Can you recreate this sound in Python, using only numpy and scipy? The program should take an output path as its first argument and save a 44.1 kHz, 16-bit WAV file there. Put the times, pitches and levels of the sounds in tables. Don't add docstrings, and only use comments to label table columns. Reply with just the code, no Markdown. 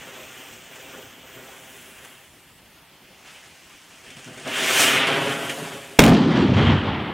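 import sys
import numpy as np
from scipy import signal
from scipy.fft import rfft, irfft, next_fast_len
from scipy.io import wavfile
from scipy.ndimage import uniform_filter1d, map_coordinates

SR = 44100
rng = np.random.default_rng(int(sys.argv[2]) if len(sys.argv) > 2 else 0)


def waveform_to_disk(signal):
    frames = np.transpose(np.atleast_2d(signal))
    scaled = np.clip(frames, -1, 1) * 32767
    samples = np.round(scaled).astype(np.int16)
    wavfile.write(sys.argv[1], SR, samples)


def gain_from_db(level_db):
    decades = np.asarray(level_db, float) / 20
    return 10 ** decades


N = 314513
T = np.arange(N) / SR

BANG_S = 5.9905
TOPPLE_S, TOPPLE_TAKES_S = 4.917, 0.36
AFTER = np.clip(T - BANG_S, 0, None)
FALLEN = np.clip((T - TOPPLE_S) / TOPPLE_TAKES_S, 0, 1)


def unit(x):
    return x / np.sqrt(np.mean(x ** 2) + 1e-20)


def curves(rows):
    s, *cols = np.transpose(rows)
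    return [np.interp(T, s, c) for c in cols]


def wobble(rate):
    knots = rng.standard_normal(int(N * rate / SR) + 4)
    return map_coordinates(knots, [T * rate])


def coloured(x, spectrum):
    m = next_fast_len(N + 8192)
    hz, db = np.transpose(spectrum)
    bins_hz = np.fft.rfftfreq(m, 1 / SR)
    gain = gain_from_db(np.interp(np.log(bins_hz + 1), np.log(hz + 1), db, -120, -120))
    return unit(irfft(rfft(x, m) * gain, m)[:N])


def rush(spectrum, patchy_db, spark_db):
    grain = uniform_filter1d(rng.standard_normal(N), size=24) * np.sqrt(24)
    rough = rng.standard_normal(N) * gain_from_db(spark_db * grain)
    z = signal.stft(rough, nperseg=512)[2]
    field = uniform_filter1d(rng.standard_normal(z.shape), size=7, axis=0)
    field = uniform_filter1d(field, size=10, axis=1)
    patchy = signal.istft(z * gain_from_db(patchy_db * unit(field)), nperseg=512)[1]
    return coloured(patchy[:N], spectrum)


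def bursts(rows, rise):
    env = np.zeros(N)
    for s, db, t60 in rows:
        first = int(s * SR) + 1
        t = T[first:][:SR] - s
        env[first:][:SR] += gain_from_db(db - 60 * t / max(t60, .003)) * (1 - np.exp(-t / rise))
    return env


def delayed(x, seconds):
    return map_coordinates(x, [np.arange(N) - seconds * SR], mode="nearest")


def background():
    # pitch_hz, density_db (per Hz)
    town = [(15, -36), (25, -6), (64, 0.5), (179, 0.5), (248, -1.5), (342, -1.5), (449, -7.5), (857, -4.5),
            (1470, -11.5), (2810, -12), (4210, -15.5), (11100, -19.5), (15800, -19)]
    # pitch_hz, density_db (per Hz)
    capsules = [(24, -36), (40, -5), (805, -8), (1980, -7.5), (3990, -9.5), (4410, -1.5), (7280, -8),
                (8670, -5), (15800, -2)]
    open_db, duck_db, duck_s, return_s = -3.5, -15, .015, 1.33
    ducked = (1 - np.exp(-AFTER / duck_s)) * (1 - (AFTER / return_s) ** 2)
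    gain = gain_from_db(open_db + duck_db * ducked)
    air = gain_from_db(-50.5) * rush(town, patchy_db=2.5, spark_db=1.3)
    apart = gain_from_db(-58.0) * rush(capsules, patchy_db=1.5, spark_db=.3)
    return gain * np.array([air + apart, air - apart])


def burning():
    # start_s, gas_flow_db, brightness_db
    fuse = [
        (0, -43.2, -0.5),
        (.55, -46, 2),
        (.7, -47.5, 0),
        (0.819, -44.2, 0.5),
        (1.0, -45.5, 1.5),
        (1.17, -49.5, -0.5),
        (1.4, -48, 0.5),
        (1.8, -48.5, 4.5),
        (2.12, -48, 1),
    ]
    # start_s, gas_flow_db, brightness_db
    idle_flame = [
        (2.3, -57, 1),
        (2.7, -57, -2),
        (3.02, -56.4, -2),
        (3.22, -53.5, 1),
        (3.28, -47.5, 0),
        (3.45, -52, 1),
        (4.0, -52, 1.5),
        (4.07, -48, 0),
        (4.42, -45.5, 0),
    ]
    # start_s, gas_flow_db, brightness_db
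    jet = [
        (4.47, -33, -6),
        (4.57, -25.5, -3),
        (4.729, -22, 0),
        (4.81, -18.5, 4.5),
        (4.95, -18.8, -3.5),
        (5.04, -21.5, -13),
        (5.32, -30, -2.5),
        (5.55, -38, 2.5),
        (5.95, -45, 1.5),
    ]
    # roar_db, fizz_db, sparks_db, sparks_swing (x brightness), sparks_thin (dB/s)
    stage_mix = [
        (-4, -8.5, -12, 1.1, -2.6),
        (-10.5, -4.5, -7, .9, 14),
        (-9.5, -5.5, -12.5, 1.4, 2),
    ]
    lying_roar_db, burnt_out_s, roar_dies_db_per_s = 13.5, 5.79, 44
    # start_s, level_db, t60_s
    gulps = [(.02, -57, .5), (.78, -52, .4), (.932, -40, 0.22), (1.23, -44, .2), (1.36, -50, 0.89),
             (2.19, -54, .3), (3.27, -68, 0.27), (4.16, -55, 0.18), (4.27, -43.5, 0.69), (4.37, -44, .2),
             (4.455, -32.5, 0.37), (4.69, -33, 0.18), (4.79, -28, 0.27), (4.89, -28, 0.17),
             (5.08, -27, 0.23)]

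    rows = []
    for stage, (roar, fizz, spark, swing, thin) in zip([fuse, idle_flame, jet], stage_mix):
        stage_s = stage[0][0]
        for s, flow, bright in stage:
            sparks = flow + spark + swing * bright - thin * (s - stage_s)
            rows.append((s, flow + roar, flow, flow + fizz + bright, sparks))
    roar_db, hiss_db, fizz_db, spark_db = curves(rows)
    roar_db = roar_db + lying_roar_db * FALLEN
    roar_db = roar_db - roar_dies_db_per_s * np.clip(T - burnt_out_s, 0, 1)
    roar_db = 20 * np.log10(gain_from_db(roar_db) + bursts(gulps, rise=0.008))
    return roar_db, hiss_db, fizz_db, spark_db


def flame():
    # pitch_hz, density_db (per Hz)
    roar_colour = [(18, -70), (30, -44), (140, -6), (405, -2), (610, -4.5), (673, -5), (888, -10.5),
                   (1500, -10.5), (1950, -17), (3300, -120)]
    hiss_colour = [(350, -24), (650, -7), (950, -10), (1540, -2.5), (2400, -1), (3100, 0), (3480, -4),
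                   (3750, -10), (4300, -16), (5500, -20.5), (7500, -51)]
    fizz_colour = [(2500, -9), (4000, -1), (6000, 1), (8000, -1.5), (9800, -4.5), (10800, -10.5),
                   (12500, -16)]
    spark_colour = [(8500, -30), (10500, -3), (12000, 0), (14000, -1), (15500, -4), (16200, -10)]
    # start_s, peak_db, length_s
    spits = [(0.757, -25, 0.01), (0.974, -33, 0.0083), (2.047, -23, 0.01), (3.439, -34, 0.012),
             (4.063, -28, 0.01), (4.103, -22, 0.01), (4.166, -23, 0.011), (4.181, -26, 0.0089),
             (4.19, -29, 0.008), (4.243, -25, 0.013), (4.276, -29, 0.008), (4.33, -29, 0.0089),
             (4.3755, -24, 0.01), (4.3964, -26, 0.008), (4.475, -15, 0.0085), (5.069, -10.5, 0.018),
             (5.158, -22, 0.01), (5.256, -21, 0.0079), (5.4926, -10, 0.015)]
    # start_s, first_cancelled_hz, strength (0-1)
    ground = [
        (1.44, 3770, .66),
        (1.56, 4170, 0.6),
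        (2.3, 4550, 0.6),
        (3.0, 7900, 0.7),
        (3.3, 10900, .12),
        (3.32, 4200, 0),
        (4.4, 4200, 0.24),
        (4.7, 4330, 0.18),
        (5.2, 5100, 0.32),
    ]
    roar_db, hiss_db, fizz_db, spark_db = burning()
    flutter = 0.62 * wobble(14) + 0.53 * wobble(45)
    roar_level = gain_from_db(roar_db + 1.06 * flutter + 1.2 * wobble(15) - 1.5)
    roar = roar_level * rush(roar_colour, patchy_db=1.8, spark_db=1.5)
    hiss = gain_from_db(hiss_db + 1.04 * flutter - 0.58) * rush(hiss_colour, patchy_db=0.98, spark_db=1.5)
    fizz = gain_from_db(fizz_db + 1.13 * flutter - 1.0) * rush(fizz_colour, patchy_db=1.0, spark_db=2.0)
    sparks = gain_from_db(spark_db + 0.97 * flutter - 2.0) * rush(spark_colour, patchy_db=2.0, spark_db=0.5)
    spit = bursts([(s, db - 14.5, 4 * length) for s, db, length in spits], rise=.002)
    spit_jet = 0.78 * hiss / gain_from_db(hiss_db)
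    spit_jet += 0.45 * fizz / gain_from_db(fizz_db)
    spit_jet += 0.065 * sparks / gain_from_db(spark_db)
    bright = fizz + sparks + spit * spit_jet
    notch_hz, strength = curves(ground)
    bounce = np.clip(strength, 0, 1) * delayed(bright, 1 / (2 * notch_hz))
    return (roar + hiss + bright + bounce) * (T < BANG_S)


def wall(x):
    upright_ms, fallen_ms, blast_ms = 7.68, 7.2, 8.4
    flame_share, blast_share = 0.54, 0.23
    lit = T < BANG_S - .006
    delay_ms = np.where(lit, upright_ms + (fallen_ms - upright_ms) * FALLEN, blast_ms)
    dull = signal.filtfilt(*signal.butter(1, 9000, fs=SR), x)
    return np.where(lit, flame_share, blast_share) * delayed(dull, delay_ms / 1000)


def puffs():
    # start_s, level_db, t60_s
    gas_puffs = [
        (.55, -57, .3),
        (.93, -42, 0.14),
        (4.09, -45, .3),
        (4.155, -42, .2),
        (4.26, -38.5, 0.35),
        (4.35, -46, .25),
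        (4.445, -40, 0.19),
        (5.58, -32, 0.44),
    ]
    hollow = [(60, -30), (110, -5), (150, 3.5), (280, 0), (450, -12), (800, -23)]  # (Hz, dB per Hz)
    return bursts(gas_puffs, rise=0.0097) * rush(hollow, patchy_db=-2.0, spark_db=6.5)


def blast():
    # delay_s (from the bang), size, push_s
    fronts = [
        (-.0012, 1.2, .0025),
        (0, 7, .0008),
        (.0033, 26, .002),
        (.011, 6, .0012),
    ]
    # start_s, level_db, t60_s
    slap_times = [(5.9885, -14, 0.038), (5.9905, -1, 0.023), (5.9918, 19.5, 0.013), (5.998, -1, 0.23),
                  (6.002, -6, 0.044), (6.012, -9, .015), (6.018, -5, 0.02), (6.028, -9, .02),
                  (6.036, 4, 0.049), (6.047, -8, .03), (6.055, -10, 0.028), (6.064, -3, 0.014),
                  (6.072, -9, 0.015), (6.079, -12, .03), (6.088, -10, 0.035), (6.098, -15, 0.03),
                  (6.117, -18, 0.033)]
    push = np.zeros(N)
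    for delay, size, length in fronts:
        u = np.clip((T - BANG_S - delay) / length, 0, 50)
        push += size * (1 - u) * np.exp(-u) * (1 - np.exp(-4 * u))
    # (Hz, dB per Hz)
    crack = [(300, -12), (900, -0.5), (2200, 0.5), (3300, -0.5), (4200, -11.5), (8000, -14), (16000, -24.5)]
    scatter = [(3900, -47), (4400, 5), (9000, 2), (13000, 2), (16000, 2)]
    slaps = bursts(slap_times, rise=0.00066)
    apart = gain_from_db(-32.5) * slaps * rush(scatter, patchy_db=4.5, spark_db=-1.0)
    together = push + slaps * rush(crack, patchy_db=2.5, spark_db=4.5)
    return np.array([together + apart, together - apart])


def roll():
    # start_s, strength_db
    echoes = [
        (6.09, -14.5),
        (6.2, -26.5),
        (6.33, -27),
        (6.43, -25.5),
        (6.5, -27.5),
        (6.61, -23.5),
        (6.73, -24),
        (6.85, -27.5),
        (7.1, -31.5),
    ]
    # start_s, level_db, t60_s
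    returns = [
        (6.135, -25.5, 0.21),
        (6.165, -31, 0.098),
        (6.35, -35, 0.16),
        (6.367, -32, .2),
        (6.42, -34, .15),
        (6.532, -33, 0.23),
        (6.567, -27, 0.19),
        (6.666, -31, 0.18),
        (6.943, -38, 0.11),
        (6.997, -39, .15),
    ]
    # start_s, level_db, t60_s
    surges = [
        (6.2, -22, 0.12),
        (6.258, -15.5, 0.27),
        (6.345, -19, 0.14),
        (6.372, -11, .1),
        (6.425, -9, .12),
        (6.445, -25, 0.092),
        (6.485, -15, .15),
        (6.518, -20, 0.14),
        (6.572, -20, .12),
        (6.603, -14, 0.15),
    ]
    # pitch_hz, density_db (per Hz)
    thud_colour = [(20, -49.5), (50, -21), (72, -4.5), (88, -1.5), (125, -4.5), (160, -4.5), (220, -39)]
    boom_colour = [(70, -39), (120, -8.5), (160, 0), (200, 2.5), (250, 1.5), (340, -6.5), (420, -9.5),
                   (600, -23), (900, -43)]
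    clatter_colour = [(210, -30), (350, -5), (408, -3.5), (577, -6), (916, -4.5), (1490, -9), (1650, -10),
                      (2050, -10), (2620, -12.5), (3220, -10.5), (7500, -55.5), (9750, -76), (16500, -120)]
    sizzle_colour = [(2500, -19), (4000, 7), (5000, 1.5), (6500, -6), (8500, -15), (12000, -29),
                     (16000, -33)]
    boom_over_echoes_db, boom_thins_db_per_s = 11, 10.5
    sizzle_under_db, air_loss_db, air_loss_grows = -13.5, 18, 2.2
    thud_s, thud_peak_db, swell_db_per_s, fade_db_per_s = 6.66, -15, 42, 53
    overload_db, overload_s = 21, .14

    echo_db = curves(echoes)[0]
    clatter_db = 20 * np.log10(gain_from_db(echo_db) + bursts(returns, rise=0.0033))
    boom_db = echo_db + boom_over_echoes_db - boom_thins_db_per_s * AFTER
    sizzle_db = clatter_db + sizzle_under_db - air_loss_db * AFTER ** air_loss_grows
    thud_slope = np.where(T < thud_s, swell_db_per_s, fade_db_per_s)
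    thud_db = thud_peak_db - thud_slope * np.abs(T - thud_s)
    excess_db = overload_db * np.exp(-(AFTER / overload_s) ** 1.5)
    lumps = 1.13 * wobble(22)
    late = np.clip((T - 6.0) / 0.1, 0, 1)
    low = late * gain_from_db(thud_db) * rush(thud_colour, patchy_db=-1.0, spark_db=1.5)
    boom = gain_from_db(boom_db + excess_db + 0.84 * lumps) + bursts(surges, rise=0.0051)
    low += boom * rush(boom_colour, patchy_db=0.5, spark_db=1.0)
    high = gain_from_db(clatter_db + 1.26 * lumps) * rush(clatter_colour, patchy_db=1.1, spark_db=1.0)
    high += gain_from_db(sizzle_db + .9 * lumps) * rush(sizzle_colour, patchy_db=1.5, spark_db=-3.0)
    return low * np.clip((T - BANG_S - .004) / 0.0044, 0, 1) + high * late


def scene():
    near = flame() + puffs() + blast()
    return near + wall(near.mean(axis=0)) + roll() + background()


def roll_off(x):
    return signal.sosfilt(signal.butter(12, 16420, fs=SR, output="sos"), x)


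def record(dry):
    ceiling_db, headroom_db, clamp_s, recover_db_per_s = -9.5, 21, 0.0059, 8
    mid, side = (dry[0] + dry[1]) / 2, (dry[0] - dry[1]) / 2
    lift, flat = signal.bilinear([1 / (2 * np.pi * 2500), 1], [1 / (2 * np.pi * 10000), 1], SR)
    clamp_db = headroom_db * np.exp(-(AFTER / clamp_s) ** 2)
    top = gain_from_db(ceiling_db + clamp_db + recover_db_per_s * AFTER)
    x = signal.lfilter(lift, flat, mid)
    x = x / (1 + np.abs(x / top) ** 3) ** (1 / 3)
    x = signal.lfilter(flat, lift, x)
    x = x + 0.12 * signal.lfilter(*signal.butter(2, 900, "high", fs=SR), mid - x)
    x = signal.lfilter(*signal.butter(1, 30, "high", fs=SR), x)
    band_limit = signal.ellip(10, .1, 60, 15800, fs=SR, output="sos")
    pair = signal.sosfiltfilt(band_limit, [x + side, x - side])
    return roll_off(np.clip(pair, -.96, .96))


dry = scene()
out = record(dry)
waveform_to_disk(out)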